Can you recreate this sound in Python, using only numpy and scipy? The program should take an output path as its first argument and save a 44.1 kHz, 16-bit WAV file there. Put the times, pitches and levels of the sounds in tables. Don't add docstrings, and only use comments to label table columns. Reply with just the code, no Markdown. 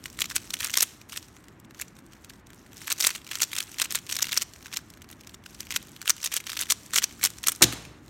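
import sys
import numpy as np
from scipy import signal
from scipy.fft import rfft, irfft
from scipy.io import wavfile
from scipy.ndimage import uniform_filter1d

SR = 44100
rng = np.random.default_rng(int(sys.argv[2]) if len(sys.argv) > 2 else 0)


def int16_out(signal):
    q = np.round(np.clip(np.atleast_2d(signal).T, -1, 1) * 32767)
    wavfile.write(sys.argv[1], SR, q.astype(np.int16))


def attenuation_scalar(level_db):
    decades = np.asarray(level_db, float) / 20
    return 10 ** decades


N = 356769

# pitch_hz [Hz], level_db [dB per Hz]
HUM_SPECTRUM = [(30, -0.5), (90, 1.5), (340, -2), (470, -12.5), (700, -14), (1050, -13.5), (1900, -16.5),
                (4500, -35), (16000, -56)]
# start_s [s], level_db [dB]
SLIDING = [(0, -59.5), (.9, -49), (1.07, -78), (1.12, -48), (1.32, -67), (1.72, -81), (1.8, -48.5),
           (1.92, -76), (2.1, -70.5), (2.4, -67), (2.43, -84), (2.5, -68), (2.7, -67.5), (2.84, -51),
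           (2.9, -55), (3.18, -49), (3.24, -75), (3.33, -52), (4.47, -61.5), (4.79, -62), (4.9, -65.5),
           (5.37, -68), (5.41, -78), (5.5, -58), (5.7, -58.5), (7.75, -59), (7.9, -72.5), (8.09, -64)]
# pitch_hz [Hz], level_db [dB per Hz]
CUBE_COLOUR = [(180, -56), (300, -29), (614, -28), (713, -39), (900, -5.5), (2100, 2.5), (4230, 3),
               (4990, -0.5), (5610, 7.5), (6740, 5), (8640, 5), (10400, 0), (12500, 8.5), (15800, -2.5)]
# [centre of the ring, Hz]
SNAPS = [(0.0401, -34, 5800), (0.0575, -23, 2300), (0.0602, -34, 2310), (0.081, -42, 1700),
         (0.101, -37, 5500), (0.1292, -40.5, 6900), (0.1732, -40, 7200), (0.1902, -23, 2200),
         (0.1997, -27, 6100), (0.206, -19, 8300), (0.21, -27, 3600), (0.219, -11.5, 3100),
         (0.2426, -23.5, 2380), (0.2567, -25.5, 4100), (0.3017, -24, 4250), (0.306, -44, 3310),
         (0.3123, -24, 1500), (0.3189, -28, 1600), (0.3545, -32, 5500), (0.358, -17.5, 10000),
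         (0.3636, -10, 6940), (0.372, -44.5, 5700), (0.381, -29, 3620), (0.445, -41, 1930),
         (0.505, -24.5, 4400), (0.5392, -17.5, 3100), (0.552, -35, 2480), (0.5687, -34, 2600),
         (0.59, -34.5, 7100), (0.6014, -27.5, 3600), (0.6054, -19.5, 3280), (0.6107, -23.5, 1900),
         (0.6185, -36.5, 10400), (0.623, -29, 1910), (0.63, -23, 3100), (0.6395, -24, 1490),
         (0.6459, -16.5, 8900), (0.6518, -22, 1510), (0.6605, -26, 3400), (0.67, -23.5, 6850),
         (0.6756, -29.5, 1490), (0.6856, -30.5, 2300), (0.6976, -24.5, 2610), (0.7045, -26, 5500),
         (0.716, -31, 8600), (0.7377, -32.5, 8700), (0.7512, -36, 6000), (0.7557, -22.5, 4500),
         (0.771, -13, 8400), (0.7738, -8, 5280), (0.7849, -14.5, 5600), (0.7933, -26, 3700),
         (0.8067, -11.5, 5600), (0.8228, -12, 10000), (0.827, -9, 8760), (0.8315, -11.5, 9930),
         (0.997, -53, 2600), (1.015, -39.5, 2320),
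         (1.0905, -43, 10100), (1.096, -34, 4340), (1.1233, -28.5, 4650), (1.1305, -29.5, 1600),
           (1.14, -33.5, 3500), (1.1615, -29, 1820), (1.1713, -25, 10600), (1.1753, -22, 4230),
           (1.2277, -36.5, 4000), (1.285, -43.5, 5300), (1.367, -38.5, 1980), (1.4416, -43.5, 1600),
           (1.4564, -53, 3700), (1.484, -39, 1790), (1.5256, -55, 1490), (1.6002, -44.5, 9600),
           (1.6485, -45, 3500), (1.7096, -38.5, 1800), (1.7469, -39.5, 1700), (1.7822, -50, 5200),
           (1.798, -30, 1590), (1.8144, -21, 9900), (1.8207, -28, 2780), (1.882, -41, 6500),
           (1.9545, -49, 5430), (1.967, -44, 2120), (1.9887, -39.5, 1390), (2.123, -46, 2900),
           (2.1337, -40, 2400), (2.1669, -49, 1700), (2.247, -34, 7100), (2.298, -34.5, 4700),
           (2.304, -38, 1700), (2.336, -43, 1510), (2.359, -49, 1700), (2.4696, -43.5, 6640),
           (2.5041, -41, 1600), (2.533, -40, 3100), (2.5453, -47, 10100), (2.6636, -41.5, 1800),
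           (2.7203, -45, 1900), (2.7323, -38, 1830), (2.7636, -43, 1800), (2.769, -40, 5500),
           (2.7802, -34, 6000), (2.817, -34, 2440), (2.8344, -41, 1500), (2.845, -43, 10600),
           (2.873, -24.5, 10700), (2.879, -21, 1850), (2.892, -31, 1610), (2.9024, -22, 8000),
           (2.907, -21.5, 2380), (2.9114, -20.5, 1500), (2.9185, -14.5, 4900), (2.925, -14.5, 9100),
           (2.9393, -42, 2300), (2.961, -41, 3900),
         (2.98, -35, 4900), (2.985, -29, 5600), (3.0033, -17.5, 8100), (3.0089, -10, 5760),
           (3.013, -39, 2400), (3.0244, -17, 4500), (3.031, -18, 5000), (3.036, -31, 3300),
           (3.043, -12.5, 2630), (3.0482, -8.5, 3800), (3.063, -22, 6600), (3.0691, -4.5, 8500),
           (3.074, -10.5, 7640), (3.0911, -21, 1750), (3.093, -25, 2690), (3.1054, -20.5, 5100),
           (3.1102, -23, 2800), (3.1506, -26, 3300), (3.155, -27, 4000), (3.1597, -24, 3250),
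           (3.1813, -38, 3300), (3.217, -40, 3040), (3.2464, -37.5, 4600), (3.2672, -34, 3670),
           (3.2752, -34.5, 6340), (3.291, -35, 3920), (3.3054, -39, 5300), (3.3144, -20.5, 2960),
           (3.3209, -26, 2090), (3.333, -26.5, 2400), (3.3448, -32, 2580), (3.355, -18, 4070),
           (3.3587, -31, 2800), (3.37, -38, 6500), (3.373, -32, 1600), (3.387, -28, 6900),
           (3.397, -30, 3100), (3.4039, -21, 2840), (3.4165, -22, 9200), (3.4201, -8, 5530),
           (3.4319, -11.5, 5850), (3.4386, -19.5, 7200), (3.4495, -34, 7300), (3.517, -30, 3140),
           (3.5318, -20, 2380), (3.5538, -24, 8700), (3.5653, -18.5, 3300), (3.5779, -24.5, 2220),
           (3.585, -14.5, 7600), (3.6047, -17.5, 2980), (3.618, -32, 1600), (3.6278, -26, 6600),
           (3.6802, -42, 2300), (3.692, -40, 1700), (3.7172, -34, 7700), (3.7437, -34, 2400),
           (3.7613, -47, 2900), (3.7688, -38, 1990),
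         (3.785, -24, 4330), (3.793, -26, 2260), (3.7995, -15, 2780), (3.8131, -36, 8600),
           (3.818, -9, 5000), (3.8282, -29, 1500), (3.8416, -26, 3900), (3.8454, -22.5, 7900),
           (3.8561, -23.5, 2830), (3.9076, -22, 6500), (3.9152, -22.5, 3400), (3.924, -19, 9200),
           (3.9368, -36, 9700), (3.95, -15, 2700), (3.955, -11, 8500), (3.9647, -24, 3200),
           (3.975, -27.5, 2300), (3.988, -30, 2980), (4.0661, -39, 3700), (4.0706, -40, 2390),
           (4.093, -27.5, 3200), (4.0987, -21.5, 3530), (4.1074, -34, 5800), (4.113, -24, 8500),
           (4.126, -16.5, 5600), (4.1418, -28, 5600), (4.1493, -30, 3600), (4.155, -23, 8600),
           (4.1665, -17, 5070), (4.189, -20, 4130), (4.195, -27.5, 1500), (4.207, -27, 4200),
           (4.2184, -27, 3700), (4.2261, -12, 5300), (4.243, -22.5, 2600), (4.2544, -26, 3750),
           (4.27, -23, 3600), (4.2854, -29, 4100), (4.2925, -24, 2400), (4.302, -39, 3900),
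           (4.314, -29, 3000), (4.3209, -18, 3800), (4.328, -19, 3670), (4.3302, -19, 2520),
           (4.3428, -23, 7660), (4.3564, -28.5, 2300), (4.366, -22.5, 2300), (4.375, -7.5, 5070),
           (4.3837, -27, 6600), (4.397, -34.5, 3700), (4.406, -35, 4330), (4.4133, -24, 5300),
           (4.417, -23, 5300), (4.4205, -14.5, 7050), (4.425, -21, 6100), (4.5288, -49, 8800),
           (4.5362, -35, 5670), (4.546, -53, 1700), (4.561, -38, 2000),
         (4.6086, -46, 1680), (4.6271, -36.5, 4500), (4.6477, -41, 5640), (4.6582, -32.5, 1500),
           (4.667, -33, 3100), (4.681, -40, 1500), (4.7167, -38, 1600), (4.7283, -27, 2680),
           (4.7354, -30, 3470), (4.7383, -25, 2080), (4.744, -32, 2800), (4.7644, -24.5, 3540),
           (4.7707, -16.5, 5000), (4.79, -36, 1500), (4.8867, -53, 2000), (4.9028, -37, 7650),
           (4.9385, -38.5, 3080), (4.973, -43, 1690), (5.0198, -33.5, 2810), (5.044, -40.5, 1600),
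           (5.09, -40, 5000), (5.1017, -39.5, 1500), (5.114, -35.5, 10200), (5.1282, -35.5, 3170),
           (5.195, -49, 2900), (5.21, -38, 5250), (5.2357, -45, 2590), (5.2472, -45, 2400),
           (5.2723, -33.5, 5040), (5.295, -37, 3860), (5.3196, -50, 3200), (5.344, -33, 3270),
           (5.439, -44.5, 2000), (5.4474, -57.5, 1770), (5.462, -31.5, 1900), (5.5304, -48.5, 4300),
           (5.547, -38, 7760), (5.6062, -23, 6200), (5.6304, -37, 2800), (5.6524, -42, 4400),
           (5.6694, -34.5, 2200), (5.6915, -43, 4800), (5.7063, -23.5, 1930), (5.7133, -26.5, 5760),
           (5.7172, -28.5, 8700), (5.7236, -22.5, 2600), (5.741, -28, 2780), (5.748, -28, 1900),
           (5.7631, -9.5, 3430), (5.7724, -27.5, 4000), (5.818, -41, 3900), (5.8278, -37.5, 9200),
           (5.853, -47, 3700), (5.871, -42, 8300), (5.8845, -42, 3300), (5.8925, -43, 10100),
           (5.9184, -40, 8300), (5.9441, -56, 1800),
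         (5.9646, -32, 3670), (5.9909, -52, 1500), (6.0095, -44, 3500), (6.016, -30, 4400),
           (6.027, -33, 1600), (6.058, -26, 2060), (6.0707, -33, 8000), (6.078, -13, 3030),
           (6.096, -8, 7340), (6.1034, -8, 5730), (6.1662, -33.5, 6300), (6.1812, -35, 3200),
           (6.203, -37, 2700), (6.216, -33, 6600), (6.2236, -43, 7700), (6.23, -24.5, 5300),
           (6.2416, -19.5, 4220), (6.2458, -18.5, 9500), (6.2493, -26, 5200), (6.26, -17, 6740),
           (6.2632, -18.5, 6100), (6.274, -23.5, 4030), (6.3182, -27, 2600), (6.3225, -24.5, 5700),
           (6.326, -23, 3020), (6.341, -14, 9700), (6.3523, -28, 2600), (6.362, -21.5, 6000),
           (6.3663, -11, 7550), (6.372, -21, 3020), (6.376, -23.5, 6900), (6.404, -27.5, 2100),
           (6.4405, -36.5, 3700), (6.4682, -23.5, 2900), (6.472, -25, 2510), (6.4842, -35, 1800),
           (6.4955, -23.5, 2000), (6.501, -24, 4540), (6.5187, -23.5, 3800), (6.532, -23.5, 1880),
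           (6.5422, -37, 3500), (6.5514, -34, 5100), (6.556, -33, 3500), (6.569, -23, 1940),
           (6.5727, -19.5, 3370), (6.5912, -21.5, 4500), (6.5964, -24.5, 7640), (6.603, -24.5, 2250),
           (6.6083, -21.5, 9500), (6.6126, -16, 8800), (6.6212, -19.5, 4350), (6.6264, -23.5, 3400),
           (6.634, -24, 3630), (6.6579, -34, 4100), (6.6687, -35, 2110), (6.691, -31, 2100),
           (6.7018, -13, 7600), (6.7057, -15.5, 3620),
         (6.7073, -12.5, 4800), (6.7115, -17, 8900), (6.716, -19, 9200), (6.722, -10, 6100),
           (6.8335, -41, 5700), (6.8628, -35.5, 7100), (6.8792, -48, 5400), (6.901, -46, 2100),
           (6.9068, -39, 2200), (6.9187, -42, 2200), (6.9355, -17, 1630), (6.9437, -17, 7500),
           (6.9518, -23, 5200), (6.9597, -9, 6500), (6.964, -14, 2300), (6.9684, -19, 7000),
           (6.973, -21, 6200), (6.978, -11, 7850), (6.9847, -7.5, 3240), (6.9985, -32, 2900),
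           (7.0207, -25, 1800), (7.0261, -20, 3700), (7.0356, -21.5, 5500), (7.0404, -12, 5100),
           (7.0936, -41, 3600), (7.111, -39, 2100), (7.126, -37, 6500), (7.195, -35.5, 1600),
           (7.2134, -28.5, 2030), (7.223, -34, 9400), (7.2313, -18.5, 2800), (7.239, -6.5, 10400),
           (7.2505, -10, 5260), (7.2581, -10.5, 8100), (7.2708, -21.5, 3020), (7.2732, -27, 5960),
           (7.3035, -31.5, 8500), (7.3363, -45, 4000), (7.3711, -42, 5400), (7.385, -33, 6500),
           (7.4092, -53.5, 5700), (7.432, -31, 10000), (7.4396, -20.5, 3100), (7.448, -34, 2200),
           (7.469, -18.5, 2470), (7.4716, -10, 10700), (7.484, -7, 7600), (7.4924, -15.5, 10200),
           (7.4974, -19, 8400), (7.5201, -18, 9100), (7.5509, -32, 5600), (7.5612, -31, 9100),
           (7.612, -30, 1400), (7.619, -36.5, 1500), (7.7255, -23.5, 1690), (7.734, -26.5, 4000),
           (7.7761, -39, 1800), (7.8522, -35, 2800), (8.0812, -44.5, 4240),
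         (0.74, -20, 6400), (0.74, -22.5, 2700), (2.004, -57, 5500), (2.0647, -47.5, 7500),
              (8.062, -51.5, 9800), (2.152, -53, 5500), (7.825, -48, 9000), (3.08, -25.5, 5000),
              (2.996, -30, 8500), (4.124, -21, 3530), (4.224, -15, 5400)]
# start_s [s], level_db [dB], contact_ms [ms]
TABLE_BLOWS = [
    (7.6093, -23, 0.33),
    (7.6177, -11, 0.18),
    (7.621, -19, 2.1),
    (7.629, -16.5, 0.86),
    (7.637, -11.5, 1.9),
    (7.678, -23.5, 2.1),
    (7.728, -27, 1.3),
    (7.775, -27, 3.5),
    (7.863, -26.5, 4.3),
    (7.911, -35.5, 2.8),
]
# pitch_hz [Hz], level_db [dB], t60_s [s]
TABLE_MODES = [(62, -6.5, 0.28), (116, -4, 0.35), (156, 4, 0.066), (208, -4, 0.18), (285, 8, 0.1),
               (346, 11, 0.046), (516, 1, 0.085), (760, 12.5, 0.0087), (1340, 10, 0.013)]
# start_s [s], level_db [dB]
RATTLE_LEVEL = [
    (7.6203, -60),
    (7.6209, -11),
    (7.643, -14),
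    (7.647, -30),
    (7.68, -60),
]
# pitch_hz [Hz], width_hz [Hz]
PORT_NOTCHES = [(5000, 77), (10400, 220)]


def curve(table):
    return np.interp(np.arange(N) / SR, *np.transpose(table))


def shape_db(table, hz):
    pitch_hz, level_db = np.transpose(table)
    return np.interp(np.log(np.maximum(hz, 1)), np.log(pitch_hz), level_db)


def walk(rate_hz):
    hold = int(SR / rate_hz)
    steps = np.repeat(rng.standard_normal(N // hold + 1), hold)
    return 1.3 * uniform_filter1d(uniform_filter1d(steps, hold), hold)[:N]


def place(start_s, shapes):
    first = (np.asarray(start_s) * SR).astype(int)
    at = first[:, None] + np.arange(shapes.shape[1])
    return np.bincount(at.ravel(), shapes.ravel(), N + shapes.shape[1])[:N]


def rings(hz, gain, start_s, t60_s, size):
    t = np.arange(size, dtype=np.float32) / SR - start_s[..., None].astype(np.float32)
    decay = np.exp(-np.log(1000) * np.abs(t) / t60_s[..., None]) * (t > 0)
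    return np.einsum("ek,ekt->et", gain, decay * np.sin(2 * np.pi * hz[..., None] * t))


def pieces(centre_hz, count, chatter_s, t60_s, size):
    u = rng.random((len(centre_hz), 4 * count)).reshape(-1, 4, count)
    hz = 950 + 15800 * ((np.arange(count) + u[:, 0]) / count) ** 1.313
    octaves = np.log2(hz / centre_hz[:, None])
    near_db = 12.5 * np.exp(-(octaves / 0.52) ** 2)
    dull_db = 6 * np.clip(octaves - 1.3, 0, None)
    level_db = shape_db(CUBE_COLOUR, hz) + near_db - dull_db + 10.5 * u[:, 1]
    start_s = chatter_s * np.clip(-np.log(1 - u[:, 2]) - 0.65, 0, None)
    mode_t60_s = t60_s * (0.6 + 0.8 * u[:, 3]) * (hz / 5000) ** -0.3
    return rings(hz, attenuation_scalar(level_db) / np.sqrt(mode_t60_s), start_s, mode_t60_s, size)


def grit(count, start_s, end_s, scatter_db, centre_hz):
    u = rng.random((count, 3))
    colour_hz = centre_hz * 4 ** (u[:, 2] - 0.5)
    grains = pieces(colour_hz, count=5, chatter_s=0.0004, t60_s=0.004, size=224)
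    force = attenuation_scalar(-scatter_db * np.log(1 - u[:, 1]))
    x = place(start_s + (end_s - start_s) * u[:, 0], grains * force[:, None])
    return x / np.sqrt(np.sum(x ** 2) / ((end_s - start_s) * SR))


def hum():
    hz = np.arange(N // 2 + 1) * SR / N
    spectrum = rfft(rng.standard_normal(N)) * attenuation_scalar(shape_db(HUM_SPECTRUM, hz))
    bass = 1 / (1 + (hz / 500) ** 4)
    waver = attenuation_scalar(1.5 * walk(3))
    x = irfft(spectrum * bass, N) * waver + irfft(spectrum * (1 - bass), N)
    return x * attenuation_scalar(-53.5) / np.sqrt(np.mean(x ** 2))


def skin():
    hz = np.arange(N // 2 + 1) * SR / N
    x = irfft(rfft(rng.standard_normal(N)) * attenuation_scalar(shape_db(CUBE_COLOUR, hz)), N)
    return x / np.sqrt(np.mean(x ** 2))


def scrape(forces):
    skin_db, grit_db, stray_db, grind_db = -10, -0.5, -12, -10.5
    t = np.arange(-1500, 1501) / SR
    before = 0.19 * np.exp(-np.abs(t) / 0.003)
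    after = np.exp(-np.abs(t) / 0.0022)
    load = np.where(t < 0, before, after)
    grind = np.sqrt(np.abs(signal.fftconvolve(forces ** 2, load, "same"))) * attenuation_scalar(grind_db)
    slow = attenuation_scalar(curve(SLIDING) + 1.5 * walk(40) + 2 * walk(11))
    sand = grit(count=9000, start_s=0, end_s=N / SR, scatter_db=1.3, centre_hz=4500.)
    strays = grit(count=450, start_s=0, end_s=N / SR, scatter_db=2.5, centre_hz=5000.)
    rough = sand * np.hypot(attenuation_scalar(grit_db) * slow, grind)
    return rough + slow * (attenuation_scalar(skin_db) * skin() + attenuation_scalar(stray_db) * strays)


def snap(start_s, level_db, centre_hz):
    chatter_s = 0.0008 * attenuation_scalar(0.249 * (level_db + 20))[:, None]
    ring = pieces(centre_hz, count=34, chatter_s=chatter_s, t60_s=0.0077, size=448)
    loudest = np.sqrt(uniform_filter1d(ring ** 2, size=56, axis=1).max(axis=1))
    sound = place(start_s - 0.0005, ring * (attenuation_scalar(level_db - 3.5) / loudest)[:, None])
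    force = place(start_s, attenuation_scalar(level_db)[:, None])
    return sound, force


def clicks():
    contacts = SNAPS
    return snap(*np.transpose(contacts))


def knock(forces):
    band = signal.butter(2, (260, 720), "band", fs=SR, output="sos")
    return signal.sosfilt(band, forces) * attenuation_scalar(4.0)


def room(x):
    t60_s, dull_hz, level_db = 0.55, 5500, -26.5
    t = np.arange(SR // 2) / SR
    noise = rng.standard_normal(len(t))
    low = signal.lfilter(*signal.butter(1, dull_hz, fs=SR), noise)
    fade = np.exp(-np.log(1000) * t / t60_s)
    tail = low * fade + attenuation_scalar(-33.5) * (noise - low) * fade ** 2
    tail *= np.clip(t / 0.00056 - 0.5, 0, 1)
    return signal.fftconvolve(x, tail / np.sqrt(np.sum(tail ** 2)))[:N] * attenuation_scalar(level_db)


def table():
    hz, level_db, t60_s = np.transpose(TABLE_MODES)
    signs = (-1) ** np.arange(len(hz))
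    top = rings(hz[None], (signs * attenuation_scalar(level_db))[None], 0 * hz[None], t60_s[None], size=16384)[0]
    band = signal.butter(1, (200, 3800), "band", fs=SR)
    rumble = signal.lfilter(*band, rng.standard_normal(len(top)))
    rumble_t60_s = 0.87
    top += attenuation_scalar(-1.5) * rumble * np.exp(-np.log(1000) * np.arange(len(top)) / SR / rumble_t60_s)
    push = np.zeros(N)
    for start_s, blow_db, contact_ms in TABLE_BLOWS:
        contact = np.hanning(int(contact_ms * SR / 1000) + 3)
        push[int(start_s * SR):][:len(contact)] += attenuation_scalar(blow_db) * contact / contact.sum()
    return signal.fftconvolve(push, top)[:N] * attenuation_scalar(-16.5)


def rattle():
    shaken = grit(count=600, start_s=7.62, end_s=7.7, scatter_db=1.5, centre_hz=5000.)
    return shaken * attenuation_scalar(curve(RATTLE_LEVEL))


def scene():
    snaps, forces = clicks()
    shaken = rattle()
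    radiation = signal.butter(4, 1080, "high", fs=SR, output="sos")
    cube = signal.sosfilt(radiation, snaps + scrape(forces) + shaken)
    near = cube + knock(forces) + table()
    echoes = room(near + attenuation_scalar(2.5) * shaken)
    return (near + echoes + hum())[None]


def band_limit(x):
    return signal.sosfilt(signal.butter(12, 16960, fs=SR, output="sos"), x)


def record(dry):
    x = signal.sosfilt(signal.butter(5, 44, "high", fs=SR, output="sos"), dry)
    for hz, width_hz in PORT_NOTCHES:
        notched = signal.lfilter(*signal.iirnotch(hz, hz / width_hz, fs=SR), x)
        x = 0.51 * x + 0.59 * notched
    x = 0.9 * np.tanh(x / 0.9)
    x = signal.sosfilt(signal.ellip(10, 0.3, 45, 16000, fs=SR, output="sos"), x)
    return band_limit(x)


dry = scene()
out = record(dry)
int16_out(out)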